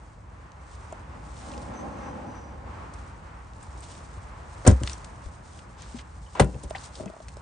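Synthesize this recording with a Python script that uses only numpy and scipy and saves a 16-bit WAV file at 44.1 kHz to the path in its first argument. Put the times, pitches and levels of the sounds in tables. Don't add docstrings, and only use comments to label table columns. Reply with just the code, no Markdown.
import sys
import numpy as np
from scipy import signal
from scipy.fft import rfft, irfft, next_fast_len
from scipy.io import wavfile

SR = 44100
rng = np.random.default_rng(int(sys.argv[2]) if len(sys.argv) > 2 else 0)


def dump(signal):
    limited = np.clip(np.atleast_2d(signal).T, -1, 1)
    pcm = np.round(limited * 32767).astype(np.int16)
    wavfile.write(sys.argv[1], SR, pcm)


N = 327118


def from_db(db):
    return 10 ** (np.asarray(db) / 20)


def rms_one(x):
    return x / np.sqrt(np.mean(x ** 2) + 1e-20)


def in_time(rows):
    seconds, *columns = np.transpose(rows)
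    return [np.interp(np.arange(N) / SR, seconds, column) for column in columns]


def at_hz(points, hz):
    point_hz, values = np.array(points).T
    return np.interp(np.log(hz), np.log(point_hz), values)


def drift(rate_hz):
    step = 40
    pole = np.exp(-2 * np.pi * rate_hz * step / SR)
    noise = rng.standard_normal(N // step + 2002)
    slow = signal.lfilter([1], [1, -2 * pole, pole * pole], noise)[2000:]
    return np.interp(np.arange(N) / step, np.arange(len(slow)), rms_one(slow))


def band(sound, low_hz, high_hz, order=2):
    edges = [low_hz, high_hz]
    return signal.sosfilt(signal.butter(order, edges, "band", fs=SR, output="sos"), sound)


def ring(push, hz, t60):
    pole, turn = from_db(-60 / (t60 * SR)), 2 * np.pi * hz / SR
    return signal.lfilter([0, np.sin(turn)], [1, -2 * pole * np.cos(turn), pole * pole], push + 1e-18)


# frequency in Hz, likeness from 0 to 1.
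LEFT_RIGHT_LIKENESS = [(60, 1), (160, 0.92), (450, 0.38), (1220, 0.07), (3340, 0.36), (9110, 0.65)]


def coloured(spectrum, source, length=N):
    size = next_fast_len(length)
    hz = np.maximum(np.fft.rfftfreq(size, 1 / SR), 10)
    low_hz, high_hz = spectrum[0][0], spectrum[-1][0]
    gain = from_db(at_hz(spectrum, hz))
    gain = gain * np.minimum(hz / low_hz, 1) ** 4 * np.minimum(high_hz / hz, 1) ** 4
    alike = np.clip(at_hz(LEFT_RIGHT_LIKENESS, hz), 0, .995)
    mid, side = rfft(source, size)
    stereo = np.sqrt(1 + alike) * mid + np.sqrt(1 - alike) * side * [[1], [-1]]
    return rms_one(irfft(gain * stereo, size)[:, :length])


# frequency in Hz, density in dB per Hz.
RUMBLE_SPECTRUM = [(20, -52), (39, -11), (59, 1.5), (96, -8), (200, -21.5), (260, -67)]
DRONE_SPECTRUM = [(65, -44), (110, 1), (232, -2), (351, -5.5), (397, -8.5), (508, -5.5), (673, -6.5),
                  (900, -5.5), (1170, -15), (1980, -120)]
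TYRE_SPECTRUM = [(290, -8), (500, -9), (759, -7.5), (827, -2.5), (1100, -2), (2130, -14), (3610, -26),
                 (9400, -32.5)]
# far level in dB before its swell, level of the passing
# vehicle at its nearest in dB before random swelling, spread of the random swell in dB.
TRAFFIC_LAYERS = [(-40, -54, -0.5), (-55.5, -38, 1.5), (-53, -45.5, 1.36)]
# time in seconds, rumble in dB, drone and tyres in dB.
FAR_SWELL = [(0, -5.5, -0.7), (1.1, -2, 5), (2.5, -3, 5.5), (2.8, 0.5, 6), (3.55, -3, 2.5), (4.7, -1, 6),
             (5.2, -1.8, 3.5), (6.4, -3.5, -1), (6.86, -2, 5.5), (7.07, -1, -2), (7.13, -17, 1),
             (7.21, -8, -0.5), (7.26, -2, 0.5), (7.42, -1, 1)]
PASS_S, PASS_M, PASS_M_PER_S = 1.847, 7.9, 16.7
CLEAR_S, CLEAR_OVER_S, SCREEN_DB = 1.45, .03, -5.5
GROUND_ECHO_S, GROUND_ECHO_DB = 0.003715, -8


def traffic():
    t = np.arange(N) / SR
    nearness = PASS_M / np.hypot(PASS_M, PASS_M_PER_S * (t - PASS_S))
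    screen = from_db(SCREEN_DB * (1 - np.tanh((t - CLEAR_S) / CLEAR_OVER_S)) / 2)
    low_db, mid_db = in_time(FAR_SWELL)
    swells = (low_db, mid_db, mid_db)
    spectra = (RUMBLE_SPECTRUM, DRONE_SPECTRUM, TYRE_SPECTRUM)
    out = 0
    for (far_db, near_db, patchy_db), swell_db, spectrum in zip(TRAFFIC_LAYERS, swells, spectra):
        far = coloured(spectrum, rng.standard_normal((2, N)))
        vehicle = np.roll(far, N // 2, axis=1)
        ground_echo = np.roll(vehicle, round(GROUND_ECHO_S * SR), axis=1)
        vehicle = rms_one(vehicle + from_db(GROUND_ECHO_DB) * ground_echo)
        passing = from_db(near_db + 1.4 * drift(7.4)) * nearness ** 2 * screen
        random_swell = from_db(patchy_db * drift(3.84))
        out = out + random_swell * (from_db(far_db + swell_db) * far + passing * vehicle)
    return out


# time in seconds, level in dB, pitch in Hz.
SQUEAL = [(1.7, -83, 6050), (1.775, -48.5, 6120), (1.86, -73, 6250), (2.06, -59, 6020), (2.22, -75, 5970),
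          (2.34, -58, 5960), (2.5, -65.5, 5930), (2.62, -85, 5880)]
UNDER_SHARE, UNDER_DB, UNDER_FROM_S = .835, -7, 1.92


def squeal():
    level_db, hz = in_time(SQUEAL)
    phase = 2 * np.pi * np.cumsum(hz) / SR
    joined = np.arange(N) / SR > UNDER_FROM_S
    under = from_db(UNDER_DB) * joined * drift(200) * np.sin(UNDER_SHARE * phase)
    main = (1 + 0.43 * drift(60)) * np.sin(phase + drift(120))
    return from_db(level_db) * (main + under)


def grains(length, hz):
    noise = rng.standard_normal((2, length)) * [[1], [.5]]
    grain_db = 6 * np.minimum(rng.exponential(1, length), 4)
    mid, side = band(noise * from_db(grain_db), hz / 2.57, min(hz * 2.37, .45 * SR))
    return rms_one(mid + side * [[1], [-1]])


# time in seconds, level in dB before random swelling.
MOVING = [(0, -62.5), (.5, -71.5), (.85, -57.5), (1.05, -70), (1.35, -52.5), (1.9, -63), (2.8, -71),
          (3.0, -59), (3.3, -69), (3.7, -57.5), (4.05, -54.5), (4.35, -63), (4.6, -52.5), (4.85, -51),
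          (5.2, -58), (5.4, -59), (6.1, -62.5), (6.3, -54.5), (6.9, -57.5), (7.42, -60)]
# start in seconds, length in seconds,
# level in dB before random swelling, centre in Hz.
BRUSHES = [(0.645, 0.16, -57, 6500), (1.297, 0.4, -53, 4900), (3.816, 0.059, -51, 4920),
           (3.864, 0.15, -48, 6240), (4.819, 0.15, -44.5, 5300), (5.422, 0.24, -55.5, 6400),
           (5.76, 0.12, -53, 2700), (5.832, 0.16, -51.5, 6150), (5.95, 0.076, -49, 3700),
           (6.624, 0.032, -49, 6500), (6.675, 0.061, -55, 7540), (6.746, 0.029, -41.5, 1450),
           (6.754, 0.15, -45.5, 7360), (6.913, 0.14, -50, 7000), (6.959, 0.16, -42, 220)]
RUSTLE_HZ, RUSTLE_PATCHY_DB = 9450, 1.5


def clothes():
    moving_db, = in_time(MOVING)
    out = from_db(moving_db + RUSTLE_PATCHY_DB * drift(20)) * grains(N, RUSTLE_HZ)
    for start_s, length_s, level_db, hz in BRUSHES:
        at, length = round(start_s * SR), round(length_s * SR)
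        swell = np.sin(np.linspace(0, np.pi, length)) ** 0.8
        out[:, at:at + length] += from_db(level_db) * swell * grains(SR // 2, hz)[:, :length]
    return out * from_db(1.6 * drift(22))


def place_hit(out, s, peak_db, hit, pan_db):
    at = round(s * SR)
    hit = (hit / np.abs(hit).max())[:N - at]
    sides = from_db(peak_db + np.array([[pan_db], [-pan_db]]) / 2)
    out[:, at:at + len(hit)] += sides * hit


# start in seconds, peak in dB before panning,
# centre in Hz, relative width, time to fall 60 dB in seconds.
TICKS = [(0.5183, -43, 4970, 0.71, 0.0074), (0.924, -33.5, 7730, 0.44, 0.0059),
         (0.9947, -45, 6040, .8, 0.0086), (1.366, -45, 3500, 0.27, .01), (1.481, -44, 5000, 1.3, 0.011),
         (1.5165, -39.5, 3970, .3, 0.018), (1.536, -42, 2780, 0.091, 0.016), (1.578, -36, 5000, 1.1, 0.011),
         (2.9367, -37.5, 6950, 0.53, 0.036), (3.5344, -44.5, 4200, 0.61, .008),
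         (3.6273, -41, 8350, 0.17, 0.042), (3.805, -41, 8300, 0.063, 0.022),
         (4.6742, -3.5, 7900, 0.28, 0.017), (4.6758, -5, 7600, 0.13, 0.0092),
         (4.7124, -26, 7050, 0.44, 0.013), (4.8345, -18, 2200, 2.7, 0.007),
         (4.8742, -18, 2260, 0.86, 0.011), (4.896, -27, 3570, 1, 0.012), (4.932, -27, 5760, 0.063, 0.01),
         (4.9313, -32, 8440, 0.087, .012), (5.0444, -30.5, 5960, 2, .025), (5.5898, -39, 2320, 1.3, 0.022),
         (5.82, -35.5, 7340, 0.17, 0.013), (5.9877, -35.5, 2340, 0.76, 0.07),
         (6.263, -51, 3060, 0.036, 0.093), (6.3979, -13.5, 2500, 1.5, 0.027),
         (6.4002, -12, 8900, 0.14, 0.02), (6.4444, -31, 8900, 0.25, 0.013), (6.542, -47, 2500, 0.2, .02),
         (6.6345, -36, 8600, 0.11, 0.018), (6.697, -38, 8040, 0.14, 0.03), (6.705, -33, 4380, 1.4, 0.021),
         (6.749, -28, 2000, 0.16, 0.026), (6.782, -36, 4430, 0.077, 0.014), (6.872, -38, 8040, 0.23, .01),
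         (6.9536, -33.5, 4500, 0.48, 0.033), (7.058, -35, 5000, 1.4, 0.0087),
         (7.076, -42, 2270, 0.21, 0.041), (7.283, -31.5, 3530, 6.5, 0.041), (7.3684, -39, 6130, 0.72, .016)]


def ticks():
    out, t = np.zeros((2, N)), np.arange(round(.2 * SR)) / SR
    for s, peak_db, hz, width, t60 in TICKS:
        attack = np.minimum(t / 0.0005, 1)
        burst = rng.standard_normal(len(t)) * from_db(-60 * t / t60) * attack
        tick = band(burst, hz / (1 + width), min(hz * (1 + width), .45 * SR))
        place_hit(out, s, peak_db, tick, pan_db=2.4)
    return out


# start in seconds, peak in dB before panning, pitch in Hz,
# time to fall 60 dB in seconds, left over right in dB.
KNOCKS = [(0.926, -27.5, 663, 0.017, 1), (4.173, -28.5, 84, 0.061, 0), (4.651, -25, 544, 0.073, 4),
          (4.657, -32, 1410, 0.048, 10), (5.259, -25.5, 72, 0.031, 5), (5.945, -30, 239, 0.11, 10),
          (6.353, -37, 1006, 0.03, 24), (6.653, -26, 62.7, 0.09, -1), (6.709, -24.5, 643, 0.018, -9),
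          (6.753, -29.5, 780, 0.037, 13), (6.999, -30, 619, 0.073, 8), (7.006, -29.5, 236, 0.019, 10),
          (7.036, -38, 624, 0.049, 5), (7.06, -31, 195, 0.13, 11), (7.06, -34, 655, 0.032, 3),
          (7.1, -32, 637, 0.017, 4), (7.136, -38, 670, 0.039, 0), (7.166, -34.5, 655, 0.011, -2),
          (7.203, -35, 650, 0.025, 3), (7.37, -34, 580, 0.013, -6)]
CRACK_T60_S = 0.0071


def knocks():
    out, t = np.zeros((2, N)), np.arange(round(.2 * SR)) / SR
    for s, peak_db, hz, t60, pan_db in KNOCKS:
        contact = (1 + 0.6 * rng.standard_normal(len(t))) * t * np.exp(-t * hz * 5.0)
        scrape = 0.034 * contact * rng.standard_normal(len(t))
        push = np.diff(contact, prepend=0) + scrape
        place_hit(out, s, peak_db, ring(push, hz, t60), pan_db)
        crack = rng.standard_normal(len(t)) * from_db(-60 * t / CRACK_T60_S)
        crack_db = -7 if hz > 500 else -14
        place_hit(out, s, peak_db + crack_db, crack, pan_db)
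    return out


# frequency in Hz, density in dB per Hz.
DOOR_PANEL = [(180, -29), (300, -14), (1490, -26.5), (2920, -37), (9400, -36.5)]
THUD_PANEL = [(180, -29), (300, -8), (626, -3), (2000, -13.5), (4910, -27.5), (9400, -24)]
# first touch in seconds, brushing in dB before it is
# dulled, slam in seconds, rattle in dB before its lumps, hold in seconds, fall in dB per second.
SLAMS = [(4.65, -33.5, 4.666, -18, 0.017, 490), (6.351, -38, 6.397, -13.5, 0.002, 661)]
RATTLE_ATTACK_S, RATTLE_UNEVEN_DB = 0.002, 0.5
BRUSHING_CUT_HZ = 4700


def rattle():
    out, t = np.zeros((2, N)), np.arange(SR // 4) / SR
    low_pass = signal.butter(2, BRUSHING_CUT_HZ, fs=SR, output="sos")
    for (touch_s, brush_db, slam_s, slam_db, hold_s, fall), spectrum in zip(SLAMS, (DOOR_PANEL, THUD_PANEL)):
        since = t - (slam_s - touch_s)
        attack = np.clip(1 + since / RATTLE_ATTACK_S, 0, 1) ** 2
        dying = from_db(-fall * np.maximum(since - hold_s, 0))
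        lumps_db = RATTLE_UNEVEN_DB * drift(260)[:len(t)]
        envelope = from_db(slam_db + lumps_db) * attack * dying
        noise = rng.standard_normal((2, len(t))) * [[1], [.7]]
        panel = coloured(spectrum, noise, length=len(t))
        brushing = from_db(brush_db) * (since < 0) * signal.sosfilt(low_pass, panel)
        at = round(touch_s * SR)
        out[:, at:at + len(t)] += brushing + envelope * panel
    return out


FULL_PAN_HZ = 244
LIGHT_TOUCH = 0.17


def struck_body(blows, modes, shudder_db, shudder_s, pan_db):
    push, t = np.zeros(N), np.arange(round(.2 * SR)) / SR
    for s, blow_db, bright_hz in blows:
        pulse = t * np.exp(-2 * np.pi * bright_hz * t)
        shudder = from_db(shudder_db - 60 * t / shudder_s) * rng.standard_normal(len(t))
        high_pass = signal.butter(1, LIGHT_TOUCH * bright_hz, "high", fs=SR)
        blow = signal.lfilter(*high_pass, pulse / pulse.sum() + shudder)
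        at = round(s * SR)
        push[at:at + len(t)] += from_db(blow_db) * blow
    out = np.zeros((2, N))
    for k, (hz, db, t60) in enumerate(modes):
        half_pan_db = pan_db / 2 * min(hz / FULL_PAN_HZ, 1)
        sides = from_db(db + half_pan_db * np.array([[1], [-1]]))
        out += (-1) ** k * sides * ring(push, hz, t60)
    return out


# time in seconds, blow in dB, contact brightness in Hz.
THUD_BLOWS = [(6.3968, -17, 2010), (6.3981, -19, 1530), (6.4015, -7.5, 450), (6.4151, -22.5, 217),
              (6.4342, -32, 280), (6.536, -32, 260), (6.551, -30, 303), (6.636, -31, 306)]
# frequency in Hz, level in dB before panning,
# time to fall 60 dB in seconds.
THUD_MODES = [(57.6, -3, 0.3), (99, 1, 0.12), (138, -1, 0.17), (184.4, -11, 0.29), (211, -10.5, 0.21),
              (302, -2.5, 0.11), (373, -10.5, 0.13), (509, 9.5, 0.038), (594, 7.5, 0.019),
              (796, 5.5, 0.016), (1008, -10, 0.052), (1440, -17, 0.068), (1870, -20, 0.04),
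              (2700, -25, 0.1)]


def second_thud():
    return struck_body(THUD_BLOWS, THUD_MODES, shudder_db=-42.5, shudder_s=0.23, pan_db=4.5)


# time in seconds, blow in dB,
# contact brightness in Hz.
DOOR_BLOWS = [(4.6646, -17.5, 1180), (4.6688, -17.5, 805), (4.6725, -9, 804), (4.6767, -4.5, 302),
              (4.6865, -15.5, 131), (4.6966, -19.5, 520), (4.719, -19.5, 140), (4.812, -30.5, 500),
              (4.826, -25, 110)]
# frequency in Hz, level in dB before panning, time to fall 60 dB in seconds.
DOOR_MODES = [(49, -7, .1), (65, 1, 0.32), (101, 16.5, 0.041), (137, -1, 0.1), (172.6, -3, 0.067),
              (182, 1.5, 0.075), (200, -4, 0.14), (262, 4.5, 0.059), (330, 4.5, 0.077), (420, -7.5, 0.074),
              (527, 4, 0.084), (607, -2.5, 0.052), (739, -5.5, 0.078), (1470, -34, 0.075)]


def car_door():
    return struck_body(DOOR_BLOWS, DOOR_MODES, shudder_db=-44.5, shudder_s=0.15, pan_db=2.5)


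def car_echoes(close):
    middle = band(close.mean(0), 300, 2500, order=1)
    left = [(.003, -5.5), (.023, -13.5)]
    right = [(.005, -6.5), (.031, -32)]
    return np.array([sum(from_db(db) * np.roll(middle, round(s * SR)) for s, db in side)
                     for side in (left, right)])


def scene():
    background = traffic() + squeal() + clothes()
    close = ticks() + knocks() + rattle() + second_thud() + car_door()
    close[1] = np.roll(close[1], 1)
    return background + close + car_echoes(close)


BASS_CUT_HZ, CUTOFF_HZ = 40, 9350
CEILING, HARDNESS = 0.83, 3.7


def record(dry):
    heard = signal.sosfilt(signal.butter(1, BASS_CUT_HZ, "high", fs=SR, output="sos"), dry)
    rounded = heard / (1 + np.abs(heard / CEILING) ** HARDNESS) ** (1 / HARDNESS)
    top_cut = signal.ellip(10, .5, 60, CUTOFF_HZ, fs=SR, output="sos")
    return signal.sosfilt(top_cut, rounded)


dry = scene()
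out = record(dry)
dump(out)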